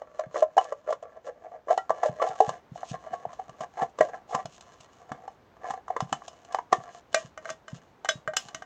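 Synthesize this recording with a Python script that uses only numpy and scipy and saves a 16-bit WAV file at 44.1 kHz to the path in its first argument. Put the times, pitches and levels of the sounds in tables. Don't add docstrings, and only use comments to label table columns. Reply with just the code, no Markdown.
import sys
import numpy as np
from scipy import signal
from scipy.fft import rfft, irfft, next_fast_len
from scipy.io import wavfile

SR = 44100
rng = np.random.default_rng(int(sys.argv[2]) if len(sys.argv) > 2 else 0)


def to_linear_factor(level_db):
    exponent = np.asarray(level_db, float) / 20
    return 10 ** exponent


def persist_wave(psi):
    counts = np.round(np.clip(psi, -1, 1) * 32767).astype(np.int16)
    wavfile.write(sys.argv[1], SR, np.atleast_2d(counts).T)


N = 381465

# (pitch_hz, level_db, fade_60db_s)
LID_MODES = [(487.6, -17, .09), (697, -9, .1), (812.7, -18.5, .12)]
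# (pitch_hz, level_db, fade_60db_s)
WALL_MODES = [(1038, 1.5, 0.059), (1140, 2.5, 0.048), (1324, -7, 0.062), (1632, -1.5, 0.024),
              (1722, -12.5, 0.059), (1910, -13, 0.078), (2142, -16.5, 0.057)]
# (pitch_hz, level_db, fade_60db_s)
BLADE_MODES = [(2970, 5, 0.065), (3430, -6, 0.032), (3465, -11, 0.11), (3690, -11, 0.054), (4146, 0, 0.029),
               (5130, -9, 0.1), (5580, -13, 0.081), (5990, -1, 0.056), (6430, 0.5, 0.022), (6900, -9, 0.03),
               (7370, -9, 0.07)]
# (pitch_hz, level_db)
SHEET_COLOUR = [(2000, -13), (2800, 1.5), (3600, -3.5), (4600, -6), (5300, -4), (6800, 1), (8000, -11),
                (9500, -26), (12000, -49), (16000, -54.5)]
# (peak_s, lid_db, lid_note_hz, wall_db, blade_db), wall and blade relative to lid
LOOSE_SNAPS = [(7.1301, -49, 680, -12, 6), (7.1463, -15, 654, -2, 1.5), (7.3773, -36.5, 626, 4.5, -4.5),
               (7.4564, -35, 655, 0.5, -8), (7.4925, -39.5, 674, 7.5, -4.5),
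               (7.5036, -32.5, 647, -0.5, 4.5), (7.6824, -44.5, 638, 6.5, 2.5),
               (8.0486, -31, 774, -7, -4.5), (8.0564, -38.5, 704, 8, -1), (8.0906, -26.0, 646, 8.5, 10.5),
               (8.109, -39.5, 610, 3, 10), (8.2776, -32, 654, 7, -7.5), (8.337, -35, 751, 0.5, -7),
               (8.369, -34, 751.0, 7.5, 22), (8.4866, -49.5, 823, 4.5, 12), (8.5478, -38.5, 647, 5.5, 11.5),
               (8.6236, -41.5, 746, 5, -1)]


def unit(x):
    return x / np.sqrt(np.mean(np.abs(x) ** 2) + 1e-20)


def along(points, hz):
    f, v = np.transpose(points)
    return np.interp(np.log(hz + 1), np.log(f + 1), v)


def filtered(x, response):
    m = next_fast_len(x.shape[-1] + 8192)
    spectrum = rfft(x, m) * response(np.fft.rfftfreq(m, 1 / SR))
    return irfft(spectrum, m)[..., :x.shape[-1]]


def band(lo_hz, hi_hz):
    return lambda f: 1 / np.sqrt((1 + (lo_hz / (f + 1)) ** 8) * (1 + (f / hi_hz) ** 8))


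def wobble(rate):
    knots = int(N * rate / SR) + 2
    return np.interp(np.arange(N) * rate / SR, np.arange(knots), rng.standard_normal(knots))


def rings(modes, t, scatter_db):
    hz, db, t60 = np.transpose(modes)[..., None]
    luck = rng.standard_normal((2, len(modes), 1))
    fade = np.exp(np.float32(-np.log(1000) / t60 * t))
    phase = np.float32(2 * np.pi * hz * (1 + .008 * luck[0]) * t + 2 * luck[1])
    return np.sum(to_linear_factor(db + scatter_db * luck[0]) * fade * np.sin(phase), 0)


def driven(modes, force, wander_db):
    out = np.zeros(N)
    for hz, db, t60 in modes:
        r = to_linear_factor(-60 / (t60 * SR))
        gain = to_linear_factor(db + wander_db * wobble(25)) * np.sqrt(2 * (1 - r * r))
        resonator = [1, -2 * r * np.cos(2 * np.pi * hz / SR), r * r]
        out += signal.lfilter([.5, 0, -.5], resonator, gain * force)
    return out / np.linalg.norm(to_linear_factor([db for _, db, _ in modes]))


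def room_tone():
    # (pitch_hz, level_db_per_hz)
    hiss_colour = [(15, -28), (25, 3.5), (85, -9), (714, -11), (840, -11.5), (1230, -16), (2480, -26.5),
                   (5280, -36), (6210, -36), (9800, -52.5), (16000, -44)]
    # (pitch_hz, level_db)
    whines = [(6040, -97), (12080, -93)]
    # (time_s, level_db)
    hiss_level = [(1.7, -3.5), (2.1, 1)]
    t = np.arange(N) / SR
    hiss = unit(filtered(rng.standard_normal(N), lambda hz: to_linear_factor(along(hiss_colour, hz))))
    whine = sum(to_linear_factor(db) * np.sin(2 * np.pi * hz * t) for hz, db in whines)
    return to_linear_factor(-59.5 + np.interp(t, *np.transpose(hiss_level))) * hiss + whine


def room(x):
    # (pitch_hz, fade_60db_s)
    room_fade = [(200, 0.18), (1500, 0.12), (8000, 0.047)]
    hz, t, z = signal.stft(rng.standard_normal(SR // 2), SR, nperseg=256)
    fade = to_linear_factor(-60 * t / along(room_fade, hz)[:, None])
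    tail = signal.istft(z * fade, SR, nperseg=256)[1]
    late = np.pad(x, (200, 0))
    return signal.fftconvolve(late, tail / np.linalg.norm(tail))[:N]


def table():
    # (start_s, peak_db)
    thumps = [(0.266, -46), (2.094, -36), (2.294, -49.5), (2.479, -37.5), (2.718, -40.5), (2.913, -34.5),
              (3.264, -49.5), (3.492, -50.5), (4.452, -43), (4.8, -60), (6.024, -32), (6.783, -43.5),
              (7.247, -45.5), (7.73, -36), (8.155, -42), (8.276, -45), (8.455, -53.5)]
    # (start_s, peak_db)
    jolts = [(1.895, -46.5), (3.111, -49.5), (3.605, -45), (3.819, -37.5), (4.003, -35.5), (4.345, -37),
             (5.115, -38), (5.703, -47), (6.123, -35.5), (6.72, -41.5), (7.504, -50), (8.545, -47.5)]
    # (pitch_hz, level_db, fade_60db_s)
    push_modes = [(134, 3.0, 0.093), (166, 4.5, 0.061), (69, -27.5, .1), (202, -4.5, 0.091)]
    knock_modes = [(214, 1, 0.071), (142, -5.5, 0.11), (291, -4, 0.089)]
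    out, t = np.zeros(N + SR // 4), np.arange(SR // 4) / SR
    board = sum(-to_linear_factor(db - 60 * t / t60) * np.sin(2 * np.pi * hz * t) for hz, db, t60 in push_modes)
    soft_start, quick_start = 1 - np.exp(-t / 0.0043), 1 - np.exp(-t / 0.0017)
    for s, db in thumps:
        out[round(s * SR):][:len(t)] += to_linear_factor(db + 5.0) * board * soft_start
    for s, db in jolts:
        knock = rings(knock_modes, t, scatter_db=1.0)
        out[round(s * SR):][:len(t)] += to_linear_factor(db + 4.0) * knock * quick_start
    return out[:N]


def contacts():
    # (peak_s, lid_db, lid_note_hz, wall_db, blade_db), wall and blade relative to lid
    snaps = [(0.0201, -29, 598, -7.5, -26), (0.346, -27, 583, -6, -26), (0.5704, -13, 682, -18, -25.5),
             (1.6744, -34.5, 510, -16.0, -39), (1.7787, -16.5, 760, -8.5, -14),
             (1.897, -25.5, 683, 1.5, -16), (1.9064, -14.5, 674, -6, -23), (2.406, -6.5, 757, -16.5, -25.0),
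             (2.4936, -19, 696, -11, -14), (2.7599, -33.0, 711, -24, -17), (2.8332, -27.5, 742, -7.5, -28),
             (3.2546, -24.5, 722, -19, -31), (3.8214, -22, 717, -7.5, -17),
             (3.9892, -28.5, 538, -1.5, -7.5), (4.0099, -5.5, 613, -6.0, -24.5),
             (5.1196, -27, 735.0, 0.5, -13), (5.281, -30.0, 786, -12, -20),
             (5.8829, -36.5, 737.0, 4.5, -12.5), (5.9667, -28.5, 486, 10.5, -10),
             (6.0066, -23.5, 756, -0.5, -6.0), (6.129, -19, 786, 0.1, -4.5), (6.2213, -39, 725, -2.5, -26),
             (6.548, -17.5, 770, -5.5, -13.5), (6.5886, -18.0, 964, -6.5, -25.5)]
    # (peak_s, lid_db, lid_note_hz, wall_db, blade_db), wall and blade relative to lid
    cuts = [(0.1977, -20, 630, -10, -22.5), (0.3625, -22.5, 606, 0, -31), (0.5828, -6, 775, -6.5, -24.5),
            (0.7271, -17.5, 586, -12, -27), (0.909, -16.5, 623, -27, -24.5),
            (0.9299, -23.5, 573, -0.5, -16), (1.0297, -31, 634, -13, -22), (1.6874, -24.5, 584, -9, -27),
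            (1.6956, -24.5, 620, -8, -28), (2.0366, -15, 714, -7, -21.5), (2.226, -10, 645, -6.5, -24),
            (2.2764, -21.5, 773, -12, -19.5), (2.2908, -30, 790, -31, -9), (3.0742, -31.5, 698, -9, -28),
            (3.3988, -23.5, 751, -14, -30), (3.6103, -28, 643, -4.5, -12), (4.057, -33, 580, -13.0, -28),
            (4.3528, -18.5, 747, 0.3, -12), (5.6561, -41.5, 760, 10, -20.5), (5.7092, -23.5, 812, 0, -14),
            (5.7411, -29, 760, -3, -21), (5.907, -20, 743, -11, -30), (6.5276, -39.5, 754, 4, 1.5),
            (6.7308, -9.5, 735, -2.0, -12)]
    # (peak_s, lid_db, lid_note_hz, rise_ms)
    tears = [(0.3736, -23, 535, 20.4), (0.4303, -10, 634, 9.9), (0.6058, -30.5, 767, 18),
             (0.655, -29.5, 620.0, 8.9), (0.896, -19.5, 610.0, 15), (1.172, -36, 636, 11.7),
             (1.2783, -28, 541, 13.0), (1.4493, -41, 690.0, 21), (1.5346, -41, 722, 19),
             (1.7099, -13, 636, 10.5), (1.7201, -15, 737, 12.3), (2.0613, -21, 612, 21),
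             (2.9486, -30.5, 711, 13), (3.141, -26, 746, 14.2), (3.6325, -30.5, 758, 19),
             (3.7976, -26, 840, 15.0), (3.832, -19, 770, 13.7), (4.0922, -32, 739.0, 9.7),
             (4.1538, -32.5, 753, 20), (4.3161, -31.5, 810, 15.4), (4.341, -24.5, 752, 13.5),
             (4.3892, -32.5, 780, 18), (5.6682, -38, 688.0, 9.3)]
    # (peak_s, lid_db, blade_db), blade relative to lid
    ticks = [(0.6298, -49.0, -6.5), (0.644, -51.5, 11), (2.808, -57.5, 8.5), (3.3336, -42, -11),
             (3.4964, -39, -7), (4.4581, -34, -1.5), (4.6107, -48.5, 8.5), (4.8089, -52.5, 11.5),
             (5.5692, -48, -19), (6.2822, -35.5, 2), (6.4506, -51.5, 5.5)]
    snap_ms, cut_ms, tick_ms, flap_ms = 3, 6.5, 3.2, 2.4
    brighten = 1.6
    bites_list = [(*b, snap_ms) for b in snaps]
    bites_list += [(*b, cut_ms) for b in cuts]
    bites_list += [(*b, flap_ms) for b in LOOSE_SNAPS]
    bites_list += [(s, db, hz, -13.5 + brighten * s, -32 + brighten * s, ms) for s, db, hz, ms in tears]
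    bites_list += [(s, db, 690, -3.5, blade_db, tick_ms) for s, db, blade_db in ticks]
    return sorted(bites_list)


def strokes(t):
    # (peak_s, lid_db, blade_db, fall_20db_s)
    slides = [(0, -54.5, -75, 1.1), (.2, -46.5, -63, 0.05), (0.372, -46.5, -49.5, 0.05),
              (.6, -40.5, -59.5, 0.14), (1.71, -44.5, -65, .14), (1.94, -43, -61, 0.32),
              (2.215, -26.5, -53, 0.14), (3.02, -49, -64, 0.74), (3.631, -34, -56, 0.0157),
              (4.021, -35.5, -59, .14), (4.53, -59.5, -60.5, 0.54), (5.9, -42.5, -65, 0.08),
              (6.02, -53, -62.5, 0.53), (6.74, -45, -62, 0.2), (7.16, -43, -49, 0.1064),
              (7.7, -58, -66, .25), (8.109, -56, -59.5, 0.1), (8.38, -54, -59.5, 0.4)]
    # (start_s, lid_db, blade_db, held_s)
    rubs = [(0.877, -47.5, -68, 0.053), (1.05, -46.5, -79.5, 0.11), (1.258, -45, -72, 0.029),
            (1.365, -51.5, -83, 0.012), (1.425, -49, -89, 0.15), (2.411, -43.5, -57, 0.15),
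            (2.769, -52, -59, 0.18), (3.787, -38.5, -57.5, 0.055), (4.325, -35.5, -58.5, 0.087),
            (5.009, -54.5, -81, 0.31), (5.639, -41, -61, 0.13), (6.51, -50, -68, 0.074),
            (6.89, -54, -62, 0.086), (7.45, -46.5, -56.5, 0.054)]
    catch_s, let_go_s = 0.036, 0.033
    rasp_follows = 0.74
    rows = [(*r[:3], 0, r[3]) for r in slides] + [(*r, let_go_s) for r in rubs]
    lid, blade = 1e-5, 1e-5
    for s, lid_db, blade_db, held, fall in rows:
        away = np.maximum((s - t) / catch_s, (t - s - held) / fall)
        drop = -20 * np.maximum(away, 0) ** 1.58
        lid = lid + to_linear_factor(lid_db + drop)
        blade = blade + to_linear_factor(blade_db + rasp_follows * drop)
    return 20 * np.log10([lid, blade])


def crunch():
    gains, t = np.zeros((3, N + SR // 5)), np.arange(-SR // 10, SR // 10) / SR
    for s, db, _, wall_db, blade_db, rise_ms in contacts():
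        swell = np.exp(-(t / (0.001 * rise_ms + 0.0011)) ** 2)
        tear = to_linear_factor(db - 22.0 + 0.75 * rise_ms) * swell
        shares = to_linear_factor(np.array([[0], [wall_db - 3.0], [blade_db]]))
        gains[:, round(s * SR):][:, :len(t)] += shares * tear
    return gains[:, SR // 10:][:, :N]


def grit(per_s, spread_db):
    chance = per_s / SR * to_linear_factor(2.5 * wobble(40))
    happens = rng.random(N) < chance
    size = to_linear_factor(spread_db * rng.standard_normal(N))
    slips = happens * size * rng.choice([-1, 1], N)
    return unit(slips) + .18 * rng.standard_normal(N)


def scrape():
    t = np.arange(N) / SR
    s = t[::64]
    lid_db, blade_db = strokes(s)
    wall_db = 0.63 * lid_db + 0.38 * blade_db - 0.7
    pressure = to_linear_factor(np.array([np.interp(t, s, c) for c in (lid_db, wall_db, blade_db)]))
    drag = pressure + crunch()
    slips = grit(per_s=210, spread_db=4.5)
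    fine_slips = unit(1.04 * slips + grit(per_s=1400, spread_db=-0.5))
    push, rub, rasp = drag * [slips, slips, fine_slips]
    lid_hz = np.interp(t, *np.transpose(contacts())[[0, 2]]).clip(560, 800)
    turn = np.exp(2j * np.pi * np.cumsum(lid_hz) / SR)
    pole = to_linear_factor(-60 / (0.034 * SR))
    swing = signal.lfilter([1], [1, -pole], push / turn) * turn
    bent = np.sqrt(2 * (1 - pole ** 2)) * swing.imag
    lid = filtered(bent + .5 * driven(LID_MODES, push, wander_db=3.5), band(434, 835))
    wall = filtered(driven(WALL_MODES, rub, wander_db=4.5), band(950, 2050))
    sheet = to_linear_factor(5.0 + 5.2 * wobble(30)) * filtered(rasp, lambda hz: to_linear_factor(along(SHEET_COLOUR, hz)))
    blade = filtered(driven(BLADE_MODES, rasp, wander_db=2.0), band(1800, 8500))
    return lid + wall + sheet + 0.3 * blade


def bites():
    # (start_s, pitch_hz, level_db, fade_60db_s)
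    free_notes = [(0.582, 2970, -21, 0.042), (1.78, 1366, -32.5, 0.18), (1.78, 1933, -31, 0.11),
                  (1.904, 1162, -28.5, 0.11), (2.199, 1140, -21.5, 0.11), (2.405, 440, -15.5, 0.093),
                  (2.405, 819, -15.5, 0.17), (2.941, 1072, -35.5, 0.23), (3.135, 1106, -39, 0.24),
                  (4.009, 716, -13.5, 0.097), (4.009, 1918, -17, 0.044), (6.726, 392, -13.5, 0.035),
                  (6.73, 1790, -21, 0.063), (7.146, 634, -16.5, 0.12), (7.15, 2400, -26.5, .1),
                  (8.091, 603, -29.5, 0.17), (8.091, 3400, -20, 0.071), (8.091, 3040, -15, 0.032),
                  (8.091, 3820, -32.5, 0.15), (8.278, 618, -21.5, 0.099), (8.369, 5130, -23, 0.067)]
    # (pitch_hz, level_db, fade_60db_s)
    flap_modes = [(1202, 2, 0.04), (1558, 3, 0.051), (1873, -12, 0.16), (2103, -7, 0.058),
                  (2400, -20, 0.12)]
    size, lead = SR // 5, SR // 50
    out, t = np.zeros(N + size + lead), np.arange(size) / SR
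    noise = rng.standard_normal((len(contacts()), size))
    spray = unit(filtered(noise, lambda hz: to_linear_factor(along(SHEET_COLOUR, hz))))
    sparks = unit(filtered(noise, band(10000, 14000)))
    for (s, db, lid_hz, wall_db, blade_db, rise_ms), fizz, spark in zip(contacts(), spray, sparks):
        rise = np.clip(rise_ms / 1000, .001, .012)
        after = np.maximum(t - rise, 0)
        swell = np.sin(np.pi / 2 * np.minimum(t / rise, 1)) ** 2
        loose = s >= LOOSE_SNAPS[0][0]
        grip = swell * (to_linear_factor(-60 * after / 0.021) + to_linear_factor(-4 if loose else -12))
        lid = rings([(lid_hz, 0, .11)] + LID_MODES, t, scatter_db=-1.0)
        wall = rings(flap_modes if loose else WALL_MODES, t, scatter_db=2.5)
        crack_fade = to_linear_factor(-60 * after / 0.015) + to_linear_factor(-18 - 60 * after / 0.21)
        crack = (fizz + to_linear_factor(-35.5 + 0.6 * blade_db) * spark) * crack_fade
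        snap = np.clip((t / rise - .35) / 0.26, 0, 1)
        blade_ring = to_linear_factor(-5.5 if loose else -9.5) * rings(BLADE_MODES, t, scatter_db=5.0)
        blade = snap * (blade_ring + crack)
        bite = to_linear_factor(1.5) * grip * lid + to_linear_factor(wall_db - 3.5) * grip * wall + to_linear_factor(blade_db - 8) * blade
        out[lead + round((s - rise) * SR):][:size] += to_linear_factor(db) * bite
    soft_start = 1 - np.exp(-t / 0.0031)
    for s, hz, db, t60 in free_notes:
        note = to_linear_factor(db - 60 * t / t60) * np.sin(2 * np.pi * hz * t)
        out[lead + round(s * SR):][:size] += note * soft_start
    return out[lead:lead + N]


def scene():
    tin = bites() + scrape() + table()
    return (tin + to_linear_factor(-15.0) * room(tin) + room_tone())[None]


def roll_off(x):
    return signal.sosfilt(signal.butter(12, 16620, fs=SR, output="sos"), x)


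def record(dry):
    heard = filtered(dry, band(60, 15000))
    return roll_off(heard)


dry = scene()
out = record(dry)
persist_wave(out)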